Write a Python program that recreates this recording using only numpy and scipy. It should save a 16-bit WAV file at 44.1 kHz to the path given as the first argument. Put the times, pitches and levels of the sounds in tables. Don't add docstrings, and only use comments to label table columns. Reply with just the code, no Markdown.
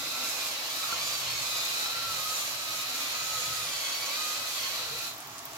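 import sys
import numpy as np
from scipy import signal
from scipy.fft import rfft, irfft, next_fast_len
from scipy.io import wavfile
from scipy.ndimage import map_coordinates

SR = 44100
rng = np.random.default_rng(int(sys.argv[2]) if len(sys.argv) > 2 else 0)


def put_to_file(sound):
    columns = np.atleast_2d(sound).T
    safe = np.clip(columns, -1, 1)
    whole_steps = np.round(safe * 32767)
    wavfile.write(sys.argv[1], SR, whole_steps.astype(np.int16))


N = 245637


def amp(db):
    return 10 ** (np.asarray(db) / 20)


def unit(x):
    return x / np.sqrt(np.mean(x ** 2) + 1e-20)


def along(points, hz):
    point_hz, values = np.transpose(points)
    return np.interp(np.log(hz + 1), np.log(point_hz + 1), values)


def curves(rows):
    seconds, *columns = np.transpose(rows)
    return [np.interp(np.arange(N) / SR, seconds, column) for column in columns]


def wobble(rate):
    coarse = np.linspace(0, N, 4096)
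    points = rng.standard_normal(int(N * rate / SR) + 4)
    bends = map_coordinates(points, [coarse * rate / SR])
    return np.interp(np.arange(N), coarse, bends)


def filtered(x, response):
    size = next_fast_len(N + SR // 2)
    hz = np.fft.rfftfreq(size, 1 / SR)
    return irfft(rfft(x, size) * response(hz), size)[..., :N]


def resonance(hz, centre_hz, width_hz):
    return 1 / (1 + (2 * (hz - centre_hz) / width_hz) ** 2)


def lift_db(peaks, hz):
    return sum(db * resonance(hz, centre_hz, width_hz) for centre_hz, width_hz, db in peaks)


# frequency in Hz, likeness (1 the same, 0 unrelated, below 0 opposed
LIKENESS = [(100, 1), (300, 1), (600, 1.4), (1100, 0.7), (2000, 0.19), (14000, -0.17)]


def coloured(pair, gain, lead_s=.00013):
    def mix(hz):
        turn = np.arccos(np.clip(along(LIKENESS, hz), -1, 1)) / 2
        return gain(hz) * np.array([np.cos(turn), np.sin(turn)])
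    mid, side = filtered(pair, mix)
    left, right = np.roll(mid + side, round(lead_s * SR)), mid - side
    return unit(np.array([left, right]))


def grains(rate, spread_db):
    size = (rng.random(N) < rate / SR) * amp(spread_db * rng.uniform(-1.9, 1, N))
    signs = np.sign(rng.standard_normal((2, N)))
    return unit(size * signs)


# time in seconds, rate in Hz.
MESH_RATE = [(0.0, 1359), (0.09, 1390), (0.12, 1356), (0.2, 1334), (0.259, 1372), (0.309, 1285),
             (0.379, 1232), (0.489, 1195), (0.554, 990), (0.599, 952), (0.673, 1027), (0.748, 1264),
             (0.798, 1311), (0.828, 1304), (0.863, 1229), (0.888, 1213), (0.928, 1081), (0.958, 1059),
             (0.978, 1068), (1.013, 1170), (1.102, 1192), (1.157, 1155), (1.202, 1154), (1.227, 1098),
             (1.267, 1052), (1.327, 1098), (1.417, 1091), (1.452, 1179), (1.482, 1201), (1.502, 1243),
             (1.561, 1256), (1.621, 1199), (1.716, 1212), (1.756, 1266), (1.796, 1275), (1.831, 1318),
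             (1.99, 1371), (2.015, 1347), (2.075, 1357), (2.205, 1250), (2.36, 1281), (2.395, 1212),
             (2.439, 1182), (2.559, 1241), (2.589, 1319), (2.684, 1257), (2.764, 1270), (2.819, 1241),
             (2.849, 1260), (2.913, 1364), (2.958, 1350), (3.003, 1235), (3.068, 1178), (3.128, 1195),
             (3.153, 1256), (3.233, 1292), (3.362, 1287), (3.427, 1240), (3.492, 1281), (3.567, 1272),
             (3.712, 1186), (3.746, 1143), (3.791, 1142), (3.851, 1094), (4.031, 1136), (4.086, 1106),
             (4.195, 1247), (4.3, 1229), (4.37, 1270), (4.435, 1273), (4.5, 1245), (4.59, 1131),
             (4.61, 1084), (4.659, 1079), (4.689, 1085), (4.774, 1201), (4.799, 1284), (4.869, 1380),
             (4.984, 1356), (5.098, 1377)]


def mesh_rate():
    return curves(MESH_RATE)[0]


TEETH = 9


def shaft_angle(jitter=0.0025):
    turns_hz = mesh_rate() * (1 + jitter * wobble(70)) / TEETH
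    return 2 * np.pi * np.cumsum(turns_hz) / SR


FREE_HZ, LABOURING_HZ = 1400, 1080


def burr_load():
    return np.clip((FREE_HZ - mesh_rate()) / (FREE_HZ - LABOURING_HZ), 0, 1)


def running(stop_s=5.07, coast_s=0.092):
    return np.clip((stop_s + coast_s - np.arange(N) / SR) / coast_s, 0, 1)


def line(phase, rough, gap):
    shaken = phase + rough * wobble(200)
    size = (1 + rough * wobble(120)) * amp(2.2 * wobble(45))
    turn = gap / 2 + .3 * wobble(5)
    lean = amp(wobble(15))
    left = lean * np.cos(shaken + turn)
    right = np.cos(shaken - turn) / lean
    return unit(size * np.array([left, right]))


# multiple of the meshing rate, level in dB before its swings,
# roughness from 0 to 1.
WHINE_PARTIALS = [(1, -49.4, .16), (2, -50.3, .22), (3, -50.3, .29), (4, -49.2, .27), (5, -57.5, .34),
                  (6, -58, .32)]
# time in seconds, change in dB of the
LOW_SWINGS = [(0.0, -1.5, -4.0, 0.0), (0.13, -2.0, -6.5, -1.5), (0.19, 0.0, -3.5, 5.5),
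              (0.32, -2.5, 2.5, -3.5), (0.49, -3.5, 1.5, 5.5), (0.62, -9.5, -3.0, 0.5),
              (0.84, 5.0, 2.5, 7.5), (1.0, -0.5, 2.0, 3.0), (1.08, 1.0, 6.5, 8.5), (1.18, 2.0, 0.5, 0.5),
              (1.27, -1.5, 2.0, 4.0), (1.43, -4.5, 1.0, -1.5), (1.52, 3.0, 1.5, 2.5),
              (1.62, 1.5, 7.5, 10.5), (1.71, 0.0, 9.5, 8.0), (1.78, 7.0, 4.0, 3.0), (1.87, 6.0, -1.5, 8.0),
              (1.95, 4.0, -8.0, -0.5), (2.15, 8.5, -4.5, 4.5), (2.23, 5.5, -6.5, 4.0),
              (2.32, 11.0, -0.5, -1.0), (2.42, 0.5, 5.0, 4.5), (2.5, -5.5, 3.0, -6.5),
              (2.57, -5.5, -6.5, -5.5), (2.67, 0.0, 0.5, 1.5), (2.82, 0.5, 2.0, 2.0),
              (2.89, 1.0, -3.5, -2.5), (2.96, 4.0, 1.5, 1.0), (3.06, -3.5, 9.5, 3.5),
              (3.27, 5.5, -4.0, -5.0), (3.34, 7.5, 1.0, 0.5), (3.48, 3.5, -7.5, -4.5),
              (3.57, 6.0, -2.5, -3.0), (3.68, -2.5, -2.0, 7.0), (3.77, -4.0, 0.5, 3.0),
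              (3.87, -6.0, 3.0, 11.5), (4.0, -2.5, 4.0, -2.0), (4.26, 5.5, 2.5, -2.0),
              (4.38, -2.0, 0.0, -6.0), (4.64, -3.0, 1.5, 8.5), (4.74, -0.5, -4.0, -1.5),
              (5.1, -6.5, -10.5, -9.5)]
# time in seconds, change in dB.
HIGH_SWINGS = [(0, -11), (.3, -3), (.55, 4), (.68, 3), (.77, -9), (.94, 8), (1.01, 3), (1.1, 7), (1.38, 7),
               (1.46, -2), (1.56, 4), (1.9, -6), (2.2, -7), (2.38, -1), (2.55, -8), (2.9, -11), (3.05, -3),
               (3.3, -7), (3.6, -4), (3.73, 7), (3.92, 8.5), (4.05, 6), (4.13, 2), (4.33, -1), (4.47, -7),
               (4.64, 7), (4.73, -2), (4.9, -8)]
# time in seconds, average gap
PHASE_GAPS = [(0, -.3, .6, 2.7), (.5, -.5, .3, 2.4), (.8, -.6, 1.8, 2), (1.1, -1.1, 2, 2.7),
              (1.3, -1.2, .6, 1.6), (1.65, -2, 2.9, .8), (2.0, -.7, 2.8, .2), (2.4, -1.3, 2.6, .2),
              (3.05, 0, 2.5, 1.2), (3.35, .1, 1, 1.5), (3.9, -.8, -.3, 1.9), (4.25, -.5, .8, 1.5),
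              (4.65, -.5, 1.5, 1.5)]
HIGH_GAP = .6
# centre in Hz, width in Hz, lift in dB.
WHINE_LIFT = [(7080, 180, 5)]
# multiple of the shaft speed, relative level in dB running free,
# relative level in dB at full load.
MOTOR_LINES = [(3, -67, -65), (4, -66, -64), (5, -63, -62), (8, -58, -62), (10, -59, -58), (15, -62, -60),
               (17, -56, -61), (21, -62, -51.5), (24, -60, -51.5), (25, -62, -55), (26, -54, -53.5),
               (28, -52, -58), (30, -57, -55), (33, -59, -53.5), (34, -60, -52), (39, -62, -54.5),
               (42, -62, -56), (48, -61, -58), (51, -63, -54.5), (57, -66, -57.5)]
SHAFT_DB, SHAFT_ROUGH = -1.5, .3
SHAFT_SHARE = .4


def whine(angle):
    mesh_hz, load = mesh_rate(), burr_load()
    swing_db = curves(LOW_SWINGS) + curves(HIGH_SWINGS)
    gaps = curves(PHASE_GAPS) + [HIGH_GAP]
    out = 0
    for multiple, level_db, rough in WHINE_PARTIALS:
        own = min(multiple, len(swing_db)) - 1
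        db = level_db + lift_db(WHINE_LIFT, multiple * mesh_hz) + swing_db[own]
        out = out + amp(db) * line(multiple * TEETH * angle, rough, gaps[own])
    for multiple, free_db, loaded_db in MOTOR_LINES:
        level_db = SHAFT_DB + free_db + load * (loaded_db - free_db)
        db = level_db + SHAFT_SHARE * swing_db[2]
        out = out + amp(db) * line(multiple * angle, SHAFT_ROUGH, gap=rng.uniform(-2.1, 2.4))
    return out


POLES = 3


def chatter(angle, tooth=0.26, pole=0.11, flutter_db=.5):
    beat = 1 + tooth * np.cos(TEETH * angle) + pole * np.cos(POLES * angle)
    return beat * amp(flutter_db * wobble(45)) * grains(rate=26000, spread_db=2.0)


# time in seconds, relative level in dB.
RATTLE_LEVEL = [(0.0, -39.5), (0.3, -37), (0.6, -39.5), (0.9, -38), (1.9, -37), (2.6, -39), (3.4, -37),
                (3.8, -38.5), (4.25, -36.5), (4.45, -38.5), (4.78, -37.5), (4.9, -40), (5.07, -42)]
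# frequency in Hz, relative strength in dB.
GEAR_COLOUR = [(150, -31), (260, -19), (400, -28), (510, -8.5), (900, -13), (1150, -10), (1650, -10.5),
               (2450, -5.5), (2850, -8.5), (3200, -4.5), (3800, -4), (4500, -3), (5300, -6.5), (6900, -19),
               (8600, -27), (15000, -47)]
# centre in Hz, width in Hz, lift in dB.
CASING_PEAKS = [(641, 23, 4.5), (1324, 36, 5), (2000, 70, 6), (2450, 350, 3), (7050, 520, 8)]


def rattle(angle, level_db=0.5, unsteady_db=.5):
    gear_db, = curves(RATTLE_LEVEL)
    ring = coloured(chatter(angle), lambda hz: amp(along(GEAR_COLOUR, hz) + lift_db(CASING_PEAKS, hz)))
    return amp(gear_db + level_db + unsteady_db * wobble(16)) * ring


def backlash(ring_hz=3970, width_hz=350, free_db=-42, damped_db=10):
    ring = coloured(grains(rate=9000, spread_db=3), lambda hz: resonance(hz, ring_hz, width_hz))
    return amp(free_db - damped_db * burr_load()) * ring


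# time in seconds, feed in dB around an ordinary feed.
PEPPER_FEED = [(0.0, -1.5), (0.29, 1.5), (0.39, -0.5), (0.48, 1.5), (0.58, -3.5), (0.86, 1.5), (0.96, -1),
               (1.08, 1), (1.27, -1), (1.5, 1), (1.82, 1.5), (1.99, -3.5), (2.15, 1), (2.45, 2),
               (2.56, -1.5), (2.68, -0.5), (2.81, 1), (2.87, -2.5), (2.99, 2), (3.14, -1.5), (3.35, 0.5),
               (3.95, -1.5), (4.31, 1.5), (4.42, -1), (4.56, 1), (4.79, -2), (4.88, -5), (5.0, -1.5)]
# frequency in Hz, relative strength in dB.
SCRAPE_COLOUR = [(3000, -29), (5200, -18), (6200, -0.5), (6950, -3.5), (7700, -3.5), (9000, -12.5),
                 (14000, -40)]
# frequency in Hz, relative strength in dB.
CRACK_COLOUR = [(1500, -22.5), (4000, 3), (7000, 1), (8800, -3), (9800, -0.5), (11300, -1), (12800, 4.5),
                (14200, -2.5), (16000, -10.5)]
CRACK_DB, SCRAPE_DB = -39.5, -45
SCRAPE_GROWS = 1.9


def crushing(angle, clump_db=1.0, slip_db=1.0):
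    feed_db, = curves(PEPPER_FEED)
    rub_db = SCRAPE_DB + SCRAPE_GROWS * feed_db + slip_db * wobble(12)
    scrape = amp(rub_db) * coloured(chatter(angle), lambda hz: amp(along(SCRAPE_COLOUR, hz)))
    clumps = grains(rate=18000, spread_db=2.5) * amp(clump_db * wobble(80))
    cracks = amp(CRACK_DB + feed_db) * coloured(clumps, lambda hz: amp(along(CRACK_COLOUR, hz)))
    return scrape + cracks


# typical delay in seconds, strength as a plain factor.
PAN_BOUNCES = [(.0007, .33), (.0019, .3)]
SWAY = .1


def over_pan(x):
    n = np.arange(N)

    def bounce(ear, delay_s):
        swaying_s = delay_s * np.exp(SWAY * wobble(1.592))
        return np.interp(n - SR * swaying_s, n, ear)
    return np.array([ear + sum(strength * bounce(ear, delay_s) for delay_s, strength in PAN_BOUNCES)
                     for ear in x])


# time of the peak in seconds,
# seconds from there until it has sunk to 37 %, centre in Hz, width in Hz, level in dB at the peak.
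NARROW_BUZZES = [(.12, 0.34, 272, 66, -56.5), (.17, .12, 4250, 130, -49), (.3, 0.7, 790, 570, -52.5),
                 (1.57, .06, 4940, 120, -42), (1.7, 0.32, 4000, 450, -39.5),
                 (2.984, 0.19, 274, 45.36, -59.5), (3.3, 0.23, 6750, 450, -43),
                 (3.65, 0.53, 9740, 450, -49.5), (4.198, 0.087, 3890, 200, -39.5),
                 (4.79, 0.076, 4100, 700, -40), (4.92, 0.065, 460, 36, -50), (5.0, 0.13, 2520, 200, -48),
                 (5.017, 0.08, 4420, 350, -48)]


def buzzes():
    t = np.arange(N) / SR
    out = 0
    for peak_s, length_s, centre_hz, width_hz, db in NARROW_BUZZES:
        buzz = coloured(rng.standard_normal((2, N)), lambda hz: resonance(hz, centre_hz, width_hz))
        swell = np.exp(-((t - peak_s) / length_s) ** 2)
        out = out + amp(db) * swell * buzz
    return out


# start in seconds, relative level in dB.
HAND_KNOCKS = [(.841, -33), (.891, -31), (0.91, -34), (.926, -27), (1.861, -34), (5.063, -40)]
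# frequency in Hz, typical level in dB, seconds to fade by 60 dB.
BODY_RINGS = [(657, -31, 0.031), (1116, 2, 0.02), (1367, 1, 0.05), (2500, -23, .02)]


def knocks(level_db=-3.5):
    out, t = np.zeros(N + SR), np.arange(SR // 8) / SR
    for start_s, db in HAND_KNOCKS:
        ring = 0
        for hz, ring_db, t60 in BODY_RINGS:
            fading_db = ring_db + rng.normal(0, 2.4) - 60 * t / t60
            ring = ring + amp(fading_db) * np.sin(2 * np.pi * hz * t)
        out[round(start_s * SR):][:len(t)] += amp(db + level_db) * ring
    return out[:N]


# start in seconds, relative level in dB, brightest frequency in Hz.
BRIGHT_SNAPS = [(.296, -22, 8000), (.925, -34, 12000), (2.897, -30, 12000), (3.948, -22, 14500),
                (5.138, -32, 14000), (5.18, -30.5, 13000), (5.204, -28, 10000), (5.272, -29, 14500),
                (5.382, -27, 6900), (5.391, -27.5, 6500), (5.454, -23, 14000), (5.533, -31, 7000)]


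def snaps(t60=0.0071, tail_db=-11, tail_t60=0.056, level_db=-6, width_hz=6500, rise_s=.00025):
    out, t = np.zeros((2, N + SR)), np.arange(SR // 10) / SR
    burst, tail = amp(-60 * t / t60), amp(tail_db - 60 * t / tail_t60)
    shape = (1 - np.exp(-t / rise_s)) * (burst + tail)
    hz = np.fft.rfftfreq(len(t), 1 / SR)
    for start_s, db, bright_hz in BRIGHT_SNAPS:
        noise = rng.standard_normal((2, len(t)))
        fizz = irfft(rfft(noise) * resonance(hz, bright_hz, width_hz), len(t))
        out[:, round(start_s * SR):][:, :len(t)] += amp(db + level_db) * shape * unit(fizz)
    return out[:, :N]


# frequency in Hz, relative strength in dB.
PAN_COLOUR = [(160, -11.5), (270, -4.5), (400, -6), (540, -12), (640, 0.5), (830, 0), (970, -2),
              (1150, 1.5), (1550, -5), (3500, -6), (7000, -7.5), (9000, -17), (12000, -12), (16000, -13.5)]


def sizzle(level_db=-43.0, spit_db=-13):
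    spits = filtered(grains(rate=290, spread_db=17), lambda hz: hz / (hz + 4000))
    bubbles = rng.standard_normal((2, N)) + amp(spit_db) * unit(spits)

    def colour(hz):
        bass_cut = hz ** 4 / (hz ** 4 + 130 ** 4)
        return amp(along(PAN_COLOUR, hz)) * bass_cut
    return amp(level_db + 0.41 * wobble(12)) * coloured(bubbles, colour)


# time in seconds, level in dB.
HUM_LEVEL = [(0.0, -64), (0.75, -66), (1.02, -56), (1.15, -63), (1.3, -52), (1.65, -63.5), (1.88, -63),
             (2.05, -52.5), (2.4, -62.5), (2.8, -60), (2.95, -66), (3.3, -59), (3.44, -51.5), (3.68, -56.5),
             (3.8, -67), (4.7, -62), (4.9, -55.5), (5.08, -63), (5.57, -58.5)]
# centre in Hz, width in Hz, relative strength in dB.
HUM_PEAKS = [(67.3, 21, -7.5), (113, 13, 0), (137.6, 51, -3)]


def hum():
    hum_db, = curves(HUM_LEVEL)

    def modes(hz):
        return sum(amp(db) * resonance(hz, centre_hz, width_hz) for centre_hz, width_hz, db in HUM_PEAKS)
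    return amp(hum_db) * coloured(rng.standard_normal((2, N)), modes)


# frequency in Hz, seconds to fade by 60 dB.
ROOM_FADE = [(200, 0.33), (2000, 0.23), (12000, 0.15)]


def kitchen(x):
    hz, t, noise = signal.stft(rng.standard_normal((2, SR // 3)), SR, nperseg=256)
    fade = amp(-60 * t / along(ROOM_FADE, hz)[:, None])
    tail = signal.istft(noise * fade, SR, nperseg=256)[1]
    answer = np.pad(tail, ((0, 0), (SR // 250, 0))) / np.linalg.norm(tail[0])
    return signal.fftconvolve(x, answer, axes=1)[:, :N]


# frequency in Hz, dB by which left is raised over right.
EAR_BALANCE = [(100, -2.5), (550, 0), (1250, -1.5), (1900, 0), (2500, -1.5), (3500, 0), (5000, -2),
               (6800, -7), (8000, 1), (9500, 2.5), (12500, 0), (15000, -2)]


def scene():
    angle = shaft_angle()
    grinding = over_pan(rattle(angle) + crushing(angle))
    mill = running() * (whine(angle) + backlash() + grinding + buzzes())
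    near = mill + knocks() + snaps() + sizzle()
    heard = near + amp(-10.0) * kitchen(near) + hum()
    return filtered(heard, lambda hz: amp(np.outer([.5, -.5], along(EAR_BALANCE, hz))))


def record(dry, low_hz=42, top_hz=15900):
    return filtered(dry, lambda hz: (hz < top_hz) * hz ** 2 / np.sqrt(hz ** 4 + low_hz ** 4))


dry = scene()
out = record(dry)
put_to_file(out)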